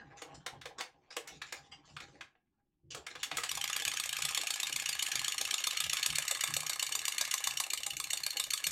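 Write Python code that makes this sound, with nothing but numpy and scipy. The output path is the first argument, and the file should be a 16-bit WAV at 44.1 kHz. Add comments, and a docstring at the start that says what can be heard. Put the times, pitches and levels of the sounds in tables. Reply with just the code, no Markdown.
"""Mashing a game controller button

Someone shifts their grip on a plastic controller in a small, quiet room: knocks, ticks, rubbing sleeves.
Then a shaking hand hits one button twice per shake, about 16 presses a second. Each press clicks, the
button clacks back up, loose parts rattle in the case, and the moving arms stir a faint rumble."""
import sys
import numpy as np
from scipy import signal
from scipy.fft import rfft, irfft
from scipy.io import wavfile
from scipy.ndimage import uniform_filter1d

SR = 44100
rng = np.random.default_rng(int(sys.argv[2]) if len(sys.argv) > 2 else 0)


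def file_out(sig):
    """Save sig as 16-bit WAV at sys.argv[1]."""
    # one column per channel
    cols = np.atleast_2d(sig).T
    # limit, then scale
    lim = np.clip(cols, -1, 1)
    pcm = np.round(lim * 32767).astype(np.int16)
    wavfile.write(sys.argv[1], SR, pcm)


N = 384111
TAPS = 4096  # samples in one click or filter
AGE_S, FREQS_HZ = np.arange(TAPS) / SR, np.fft.rfftfreq(TAPS, 1 / SR)

# each shake of the hand drives the button down hard: start_s, held_s, strength_db
SHAKES = [(3.4906, 0.023, -32.5), (3.611, 0.029, -31.5), (3.7289, 0.034, -31), (3.8505, 0.027, -29.5),
          (3.969, 0.029, -31), (4.091, 0.036, -32.5), (4.2205, 0.029, -29.5), (4.3464, 0.027, -29),
          (4.4696, 0.034, -30), (4.5992, 0.031, -30.5), (4.7247, 0.035, -30.5), (4.8571, 0.032, -30),
          (4.991, 0.033, -29.5), (5.116, 0.038, -29.5), (5.2436, 0.036, -29.5), (5.38, 0.031, -30),
          (5.5075, 0.032, -28), (5.6387, 0.03, -28), (5.77, 0.032, -28.5), (5.8955, 0.035, -28.5),
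          (6.028, 0.032, -26.5), (6.1541, 0.029, -27), (6.2788, 0.031, -27), (6.4072, 0.029, -26.5),
          (6.5378, 0.027, -27.5), (6.664, 0.031, -29), (6.794, 0.031, -27.5), (6.921, 0.03, -28),
          (7.0524, 0.027, -27.5), (7.18, 0.03, -26), (7.3102, 0.028, -26.5), (7.4395, 0.031, -27),
          (7.5708, 0.029, -27.5), (7.7013, 0.032, -29), (7.832, 0.031, -31), (7.9666, 0.033, -32),
          (8.103, 0.028, -28.5), (8.2333, 0.03, -29.5), (8.3687, 0.028, -27.5), (8.504, 0.03, -27),
          (8.6395, 0.027, -26.5)]
# pitches at which the case rings: pitch_hz, width_hz, press_lift_db, release_lift_db
CASE_RINGS = [(808, 51, -4, 11), (1070, 200, 0, 15.5), (1259, 186, -7.5, 19.5), (1652, 183, 4, 15.5),
              (2170, 79, -1.5, 2), (2963, 750, 10, -2), (3558, 330, 2.5, 6), (4330, 330, 11, 1),
              (5597, 430, 10.5, 1), (6660, 450, 9, 3), (7106, 320, 8, 7.5), (7760, 150, 5, 4.5),
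              (8300, 160, -1, 9.5)]
# the broad tone of a press: pitch_hz, gain_db
PRESS_TONE = [(400, -37.5), (1400, -9), (2300, 5.5), (5000, -1.5), (8500, 1.5), (10000, -2.5), (13300, -5),
              (16000, -22)]
# level of the rustle and rumble, dropping to near silence shortly before the mashing: time_s, level_db
RUSTLE_AND_RUMBLE = [(0, 1.5), (.55, -1.5), (1, -13), (1.3, -5), (2.25, -5.5), (2.38, -30.5), (2.88, -40),
                     (2.93, -3), (8.7, -7.5)]


def button(press_db=-1.5, release_db=0.56, alike=0.31, low_hz=1950, unsteady_s=0.0013):
    """Each shake makes four clicks: a hard press and release, then a lighter press and release by a second
    finger."""
    # the lighter stroke over time: time_s, wait_after_release_s, held_s, press_db, release_db
    light_strokes = [(3.5, 0.036, .022, -36.5, -34.5), (5, .039, .022, -32.5, -39.5),
                     (6.7, .038, .027, -33, -38.5), (8.7, 0.041, 0.028, -32.5, -44.5)]
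    # the broad tone of the button coming back up: pitch_hz, gain_db
    release_tone = [(330, -20), (560, -5), (1400, -23), (2400, 5), (7800, -0.5), (12800, -4.5),
                    (16000, -26.5)]
    out, count = np.zeros(N), len(SHAKES)
    # the chatter and the ring of each click partly repeat from shake to shake
    common, *fresh = rng.standard_normal((count + 1, 4, TAPS))
    rings = ripple((count, 4, len(FREQS_HZ)), width=67)
    rings = 3.2 * evened(rings + uniform_filter1d(rings, size=5, axis=0))
    rings += hand_echo(rings.shape[:2])
    slips_s = unsteady_s * rng.standard_normal((count, 2))
    # a tighter grip cups a hollow between the palms and damps the low ring of the case
    tight_db = 9 * peak(570, 220) - 10 * peak(*CASE_RINGS[0][:2]) - 7 * below(low_hz)
    for k, ((down_s, held_s, db), (late_s, linger_s)) in enumerate(zip(SHAKES, slips_s)):
        noise, ring = np.sqrt(alike) * common + np.sqrt(1 - alike) * fresh[k], rings[k]
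        grip = k / count - 0.5  # tightens from the first shake to the last
        press = tone_db(PRESS_TONE) + case_db(0) - 14 * grip * below(low_hz, order=16)
        release = tone_db(release_tone) + case_db(1) + grip * tight_db
        stride_db = grip  # as the thumb finds its stride, the release gains on the press
        add(out, down_s, click(noise[0], press + ring[0], db - stride_db + press_db))
        add(out, down_s + held_s, click(noise[1], release + ring[1], db + stride_db + release_db))
        wait_s, light_held_s, light_down_db, light_up_db = row_at(light_strokes, down_s)
        again_s = down_s + held_s + wait_s + late_s
        add(out, again_s, click(noise[2], press + ring[2], light_down_db))
        dull = release + 5 * below(low_hz)  # let up gently, the button clacks duller
        add(out, again_s + light_held_s + linger_s, click(noise[3], dull + ring[3], light_up_db))
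    return out


def click(noise, colour_db, db, **snap_settings):
    """One contact rings the case, with as much energy as 8 ms of steady sound at level db."""
    ringing = evened(coloured(snap(noise, **snap_settings), colour_db))
    return gain_of(db) * ringing * np.sqrt(0.008 * SR / TAPS)


def snap(noise, rise_s=0.00049, decay_s=0.0058, bounce_s=0.00167, bounce_db=3, evenness=0.73):
    """Plastic meets plastic: a few milliseconds of chatter, with a bounce just after the first touch."""
    since_bounce_s = np.maximum(AGE_S - bounce_s * rng.uniform(0.47, 1.883), 0)
    touch = (1 - np.exp(-AGE_S / rise_s)) * np.exp(-AGE_S / decay_s)
    bounce = (1 - np.exp(-since_bounce_s * SR / 10)) * np.exp(-since_bounce_s / 0.0013)
    shape = touch + gain_of(bounce_db) * bounce
    for _ in range(2):  # a sharp blow holds all pitches about equally
        spectrum = rfft(noise * shape)
        flat = evened(irfft(spectrum / (abs(spectrum) + 1e-9) ** evenness))
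        noise = flat * np.sqrt(np.mean(shape ** 2)) * shape / (shape ** 2 + 1e-3)
    return noise * shape


def case_db(release):
    """How the case rings, for a contact between a press (0) and a release (1)."""
    return sum((down + release * (up - down)) * peak(hz, width) for hz, width, down, up in CASE_RINGS)


def hand_echo(shape, echo_db=-7.5, shortest_s=0.000755):
    """The moving hand throws each click back, making peaks and dips in dB that shift every time."""
    delay_s = shortest_s * (1 + rng.random(shape))[..., None]
    return 20 * np.log10(abs(1 + gain_of(echo_db) * np.exp(-2j * np.pi * FREQS_HZ * delay_s)))


def rattle(follow=2.38):
    """Sticks, triggers and idle buttons jiggle in their seats, more in hard shakes."""
    # how much the loose parts are thrown about: time_s, level_db
    jiggle = [(3.15, -110), (3.33, -41), (8.71, -56.5)]
    chatter = signal.fftconvolve(ticks(per_s=200, spread_db=2.4), snap(rng.standard_normal(TAPS)))[:N]
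    chatter = wander(chatter, db=4, window=512, smooth=3)
    colour = tone_db(PRESS_TONE) + case_db(0.65) - 9 * np.log2(1 + FREQS_HZ / 3000)
    start_s, _, strength_db = np.transpose(SHAKES)
    vigour = level(np.c_[start_s, follow * (strength_db - strength_db.mean())])
    return level(jiggle) * vigour * evened(coloured(chatter, colour))


def knocks(knock_db=-8, hollow_hz=850, treble_hz=5000):
    """Fingers and palms bump the case, some blows hollow, some thin, each with a ring of its own."""
    # the bumps: start_s, strength_db, hollow_db, treble_db
    blows = [(0.218, -34.5, 5, -12.5), (0.462, -28.5, -3, -13.5), (0.613, -40.5, -23, -18.5),
             (0.655, -33.5, 1, -16), (0.799, -34, 5, -22), (0.806, -27.5, -3, -16.5), (1.109, -49, 0, -51),
             (1.165, -26.5, 6, -7.5), (1.273, -39, -8, 0), (1.416, -31, -22, -24), (1.523, -30, -3, -10.5),
             (1.965, -34, -18, -26), (2.002, -38.5, -28, -22), (2.208, -35, -19, -27),
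             (2.351, -60, 2.5, -55), (2.946, -33, 5, -10), (3.065, -32, -14, -15),
             (3.152, -35.5, -3, -21.5), (3.23, -24, -33, -11.5), (3.313, -27, -9, -23),
             (3.369, -24, -18, -1.5), (3.381, -28, -2, -40), (3.434, -25, -13, -12)]
    # the broad tone of a knock: pitch_hz, gain_db
    knock_tone = [(120, -52), (520, -12.5), (1000, -6.5), (2200, 6), (8000, -3), (16000, -19)]
    # low rings of the whole case, woken only by knocks: pitch_hz, width_hz, lift_db
    low_rings = [(334, 69, 9), (488, 57, 8.5), (759, 75, 6)]
    out, colour = np.zeros(N), tone_db(knock_tone) + case_db(0.78) / 2
    colour += sum(db * peak(hz, width) for hz, width, db in low_rings)
    rings = 2.8 * ripple((len(blows), len(FREQS_HZ)), width=35)
    for (start_s, db, hollow_db, treble_db), ring in zip(blows, rings):
        tint = (hollow_db + 19) * below(hollow_hz) + (treble_db + 12) * (1 - below(treble_hz))
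        knock = click(rng.standard_normal(TAPS), colour + tint + ring, db + knock_db,
                      rise_s=0.0036, decay_s=0.0044, bounce_s=0.003, bounce_db=-13, evenness=0.52)
        add(out, start_s, knock)
    return out


def rubbing(scrape_db=1, sleeve_db=-60, sleeve_hz=550):
    """Skin and cloth slip over the case in tiny jerks: sleeves rustle dully, fingers scrape brightly."""
    # fingers slide to a new grip: start_s, length_s, level_db
    slides = [(0.167, 0.05, -49), (0.343, 0.022, -39.5), (0.781, 0.024, -36.5), (1.1, 0.04, -49),
              (1.272, 0.11, -51.5), (1.455, 0.22, -55), (1.71, 0.054, -49.5), (1.85, 0.34, -58),
              (2.904, 0.076, -42.5), (3.1, 0.058, -48), (3.19, 0.075, -47)]
    # the tone of rubbing, with the treble cut off above about 8 kHz: pitch_hz, gain_db
    cut_tone = [(120, -28.5), (300, -7.5), (3800, 1), (7300, -2.5), (8300, -15.5), (15000, -45)]
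    jerks = swells(40 * N // SR)
    slips = wander(ticks(per_s=1500, spread_db=3) * jerks, db=7, window=512, smooth=7)
    colour = tone_db(cut_tone) + case_db(0.27) * below(2600)
    scrape = evened(coloured(slips, colour))
    muffled = -16 * np.log10(1 + (FREQS_HZ / sleeve_hz) ** 2)
    rustle = evened(coloured(slips, colour + muffled + 17 * peak(*CASE_RINGS[0][:2])))
    sliding = gestures(slides, rise_s=0.013, fade_s=0.0048, sag_db=-16.5)
    return gain_of(sleeve_db) * level(RUSTLE_AND_RUMBLE) * rustle + gain_of(scrape_db) * sliding * scrape


def cupped_hands(x, start_s=6.1, closed_s=6.2, sharpness=16, lift_db=0.5):
    """The hands close round the controller, and the clacks turn hollow."""
    # mostly dips, cut by the hollow between the palms: pitch_hz, gain_db
    notches = [(1960, 1), (2530, -10), (3250, -16.5), (4020, -3), (5130, -10.5), (6230, -3), (6900, -3),
               (8000, 1), (9680, -2.5), (11100, -5.5)]
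    closed = np.clip((np.arange(N) / SR - start_s) / (closed_s - start_s), 0, 1)
    hollow = coloured(x, lift_db + sum(db * peak(hz, hz / sharpness) for hz, db in notches))
    return (1 - closed) * x + closed * hollow


def rumble(stir_db=-68, hold_s=0.059):
    """Low thuds boom in the room: the deep stir of the body, and lighter bumps of hands and arms."""
    # soft bumps: start_s, level_db
    thumps = [(0.03, -64), (0.335, -63), (0.52, -58), (1.31, -62.5), (1.47, -79), (1.69, -65), (1.9, -65),
              (2.02, -65), (2.83, -62.5), (3.32, -57.5), (3.84, -60), (4.2, -55.5), (4.7, -62), (5.14, -63),
              (5.84, -65), (6.08, -52), (6.479, -52.5), (7.92, -60), (8.66, -55)]
    # the boomy tone of a thud: pitch_hz, gain_db
    thud_tone = [(20, -20.5), (73, 13.5), (95, 1.5), (148, 15.5), (195, -4.5), (320, -2.5), (700, -36.5),
                 (3000, -72.5)]
    lumps, colour = swells(N // TAPS), tone_db(thud_tone)
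    noise = wander(rng.standard_normal(N), db=3, window=2048, smooth=4)
    stir = level(RUSTLE_AND_RUMBLE) * lumps * evened(coloured(noise, colour))
    bumps = gestures([(s, hold_s, db) for s, db in thumps], rise_s=0.01, fade_s=0.048, sag_db=-1)
    return gain_of(stir_db) * stir + bumps * evened(coloured(noise, colour - 10 * below(105)))


def room_echoes(x, gap_s=0.0039, patterns=4):
    """Near walls throw back dense echoes, whose pattern shifts as the hands move."""
    # how long the echoes take to fade by 60 dB: pitch_hz, fade_s
    fade_times = [(250, 0.26), (2000, 0.2), (14000, 0.16)]
    t, out = np.arange(SR // 2) / SR, np.zeros(N)
    shakes_passed = np.arange(N) / SR / np.mean(np.diff(np.transpose(SHAKES)[0]))
    for k in range(patterns):  # the patterns take turns, about one a shake
        hz, age_s, spectrum = signal.stft(rng.standard_normal(len(t)) * (t > gap_s), SR)
        fade = gain_of(-60 * age_s / at_pitch(fade_times, hz)[:, None])
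        tail = signal.istft(spectrum * fade, SR)[1]
        from_turn = abs((shakes_passed - k) % patterns - patterns / 2)
        share = np.cos(np.pi / 2 * np.minimum(from_turn, 1))
        out += signal.fftconvolve(x * share, tail / np.linalg.norm(tail))[:N]
    return out


def room_hush(level_db=-84):
    """The faint, low, steady noise of the room."""
    # its tone: pitch_hz, gain_db
    hush_tone = [(20, -3), (370, -5.5), (500, -33.5), (15000, -39)]
    return gain_of(level_db) * evened(coloured(rng.standard_normal(N), tone_db(hush_tone)))


def ticks(per_s, spread_db):
    """A random train of small contacts of uneven size."""
    size = gain_of(spread_db * np.minimum(rng.exponential(1, N), 3))
    return size * rng.choice([-1, 1], N) * (rng.random(N) < per_s / SR)


def swells(count, spread_db=4):
    """A gain that glides through count random levels."""
    return gain_of(spread_db * evened(signal.resample(rng.standard_normal(count), N)))


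def ripple(shape, width):
    """Random peaks and dips: the narrow rings that one point of contact wakes."""
    noise = rng.standard_normal(shape)
    return evened(np.apply_along_axis(np.convolve, -1, noise, np.hanning(width), "same"))


def wander(x, db, window, smooth):
    """The point of contact shifts, so patches of pitch swell and fade at random."""
    spectrum = signal.stft(x, nperseg=window)[2]
    patches = uniform_filter1d(rng.standard_normal(spectrum.shape), smooth, axis=0)
    patches = evened(uniform_filter1d(patches, smooth, axis=1))
    return signal.istft(spectrum * gain_of(db * 2 * np.tanh(patches / 2)))[1][:N]


def gestures(rows, rise_s, fade_s, sag_db):
    """A gain for every sample: each movement sets in, sags while it lasts, and dies away."""
    out, t = np.zeros(N), np.arange(SR // 2) / SR
    for start_s, length_s, db in rows:
        held = gain_of(db + sag_db * np.minimum(t / length_s, 1))
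        fade = np.exp(-np.maximum(t - length_s, 0) / fade_s)
        add(out, start_s, held * np.minimum(t / rise_s, 1) * fade)
    return out


def coloured(x, db):
    """Filters x by a gain in dB at each of FREQS_HZ; the peaks ring on after a blow."""
    log_gain = np.log(gain_of(np.r_[db, db[-2:0:-1]]))
    response = np.fft.ifft(np.exp(np.conj(signal.hilbert(log_gain)))).real
    return signal.fftconvolve(x, response)[:len(x)]


def peak(hz, width_hz):
    """One ringing peak, of height 1."""
    return 1 / (1 + (2 * (FREQS_HZ - hz) / width_hz) ** 2)


def below(hz, order=4):
    """A smooth step: 1 under hz, 0 over it."""
    return 1 / (1 + (FREQS_HZ / hz) ** order)


def at_pitch(points, hz):
    """A table's value at hz, with its points joined on a scale of octaves."""
    pitches, values = np.transpose(points)
    return np.interp(np.log(hz + 1), np.log(pitches + 1), values)


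def tone_db(points):
    return at_pitch(points, FREQS_HZ)


def row_at(table, time_s):
    """A table's values at one moment."""
    times, *columns = np.transpose(table)
    return [np.interp(time_s, times, column) for column in columns]


def level(points):
    """A dB curve as a gain for every sample."""
    return gain_of(np.interp(np.arange(N) / SR, *np.transpose(points)))


def gain_of(db):
    return 10 ** (np.asarray(db) / 20)


def evened(x):
    """Scales x to an average power of 1."""
    return x / np.sqrt(np.mean(x ** 2) + 1e-20)


def add(mix, start_s, sound):
    part = mix[round(start_s * SR):][:len(sound)]
    part += sound[:len(part)]


def scene(playing_echo_db=-8, handling_echo_db=-3):
    """The controller, its echoes, the player's rumble and the hush of the room."""
    playing, handling, hush = button() + rattle(), knocks() + rubbing(), room_hush()
    echoes = room_echoes(gain_of(playing_echo_db) * playing + gain_of(handling_echo_db) * handling)
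    return (cupped_hands(playing + handling + echoes) + rumble() + hush)[None]


def record(dry):
    """Cuts the very highest treble, above 16200 Hz."""
    low_pass = signal.firwin(511, 16200, window=("kaiser", 9), fs=SR)
    return signal.oaconvolve(dry, low_pass[None], "same")


dry = scene()
out = record(dry)
file_out(out)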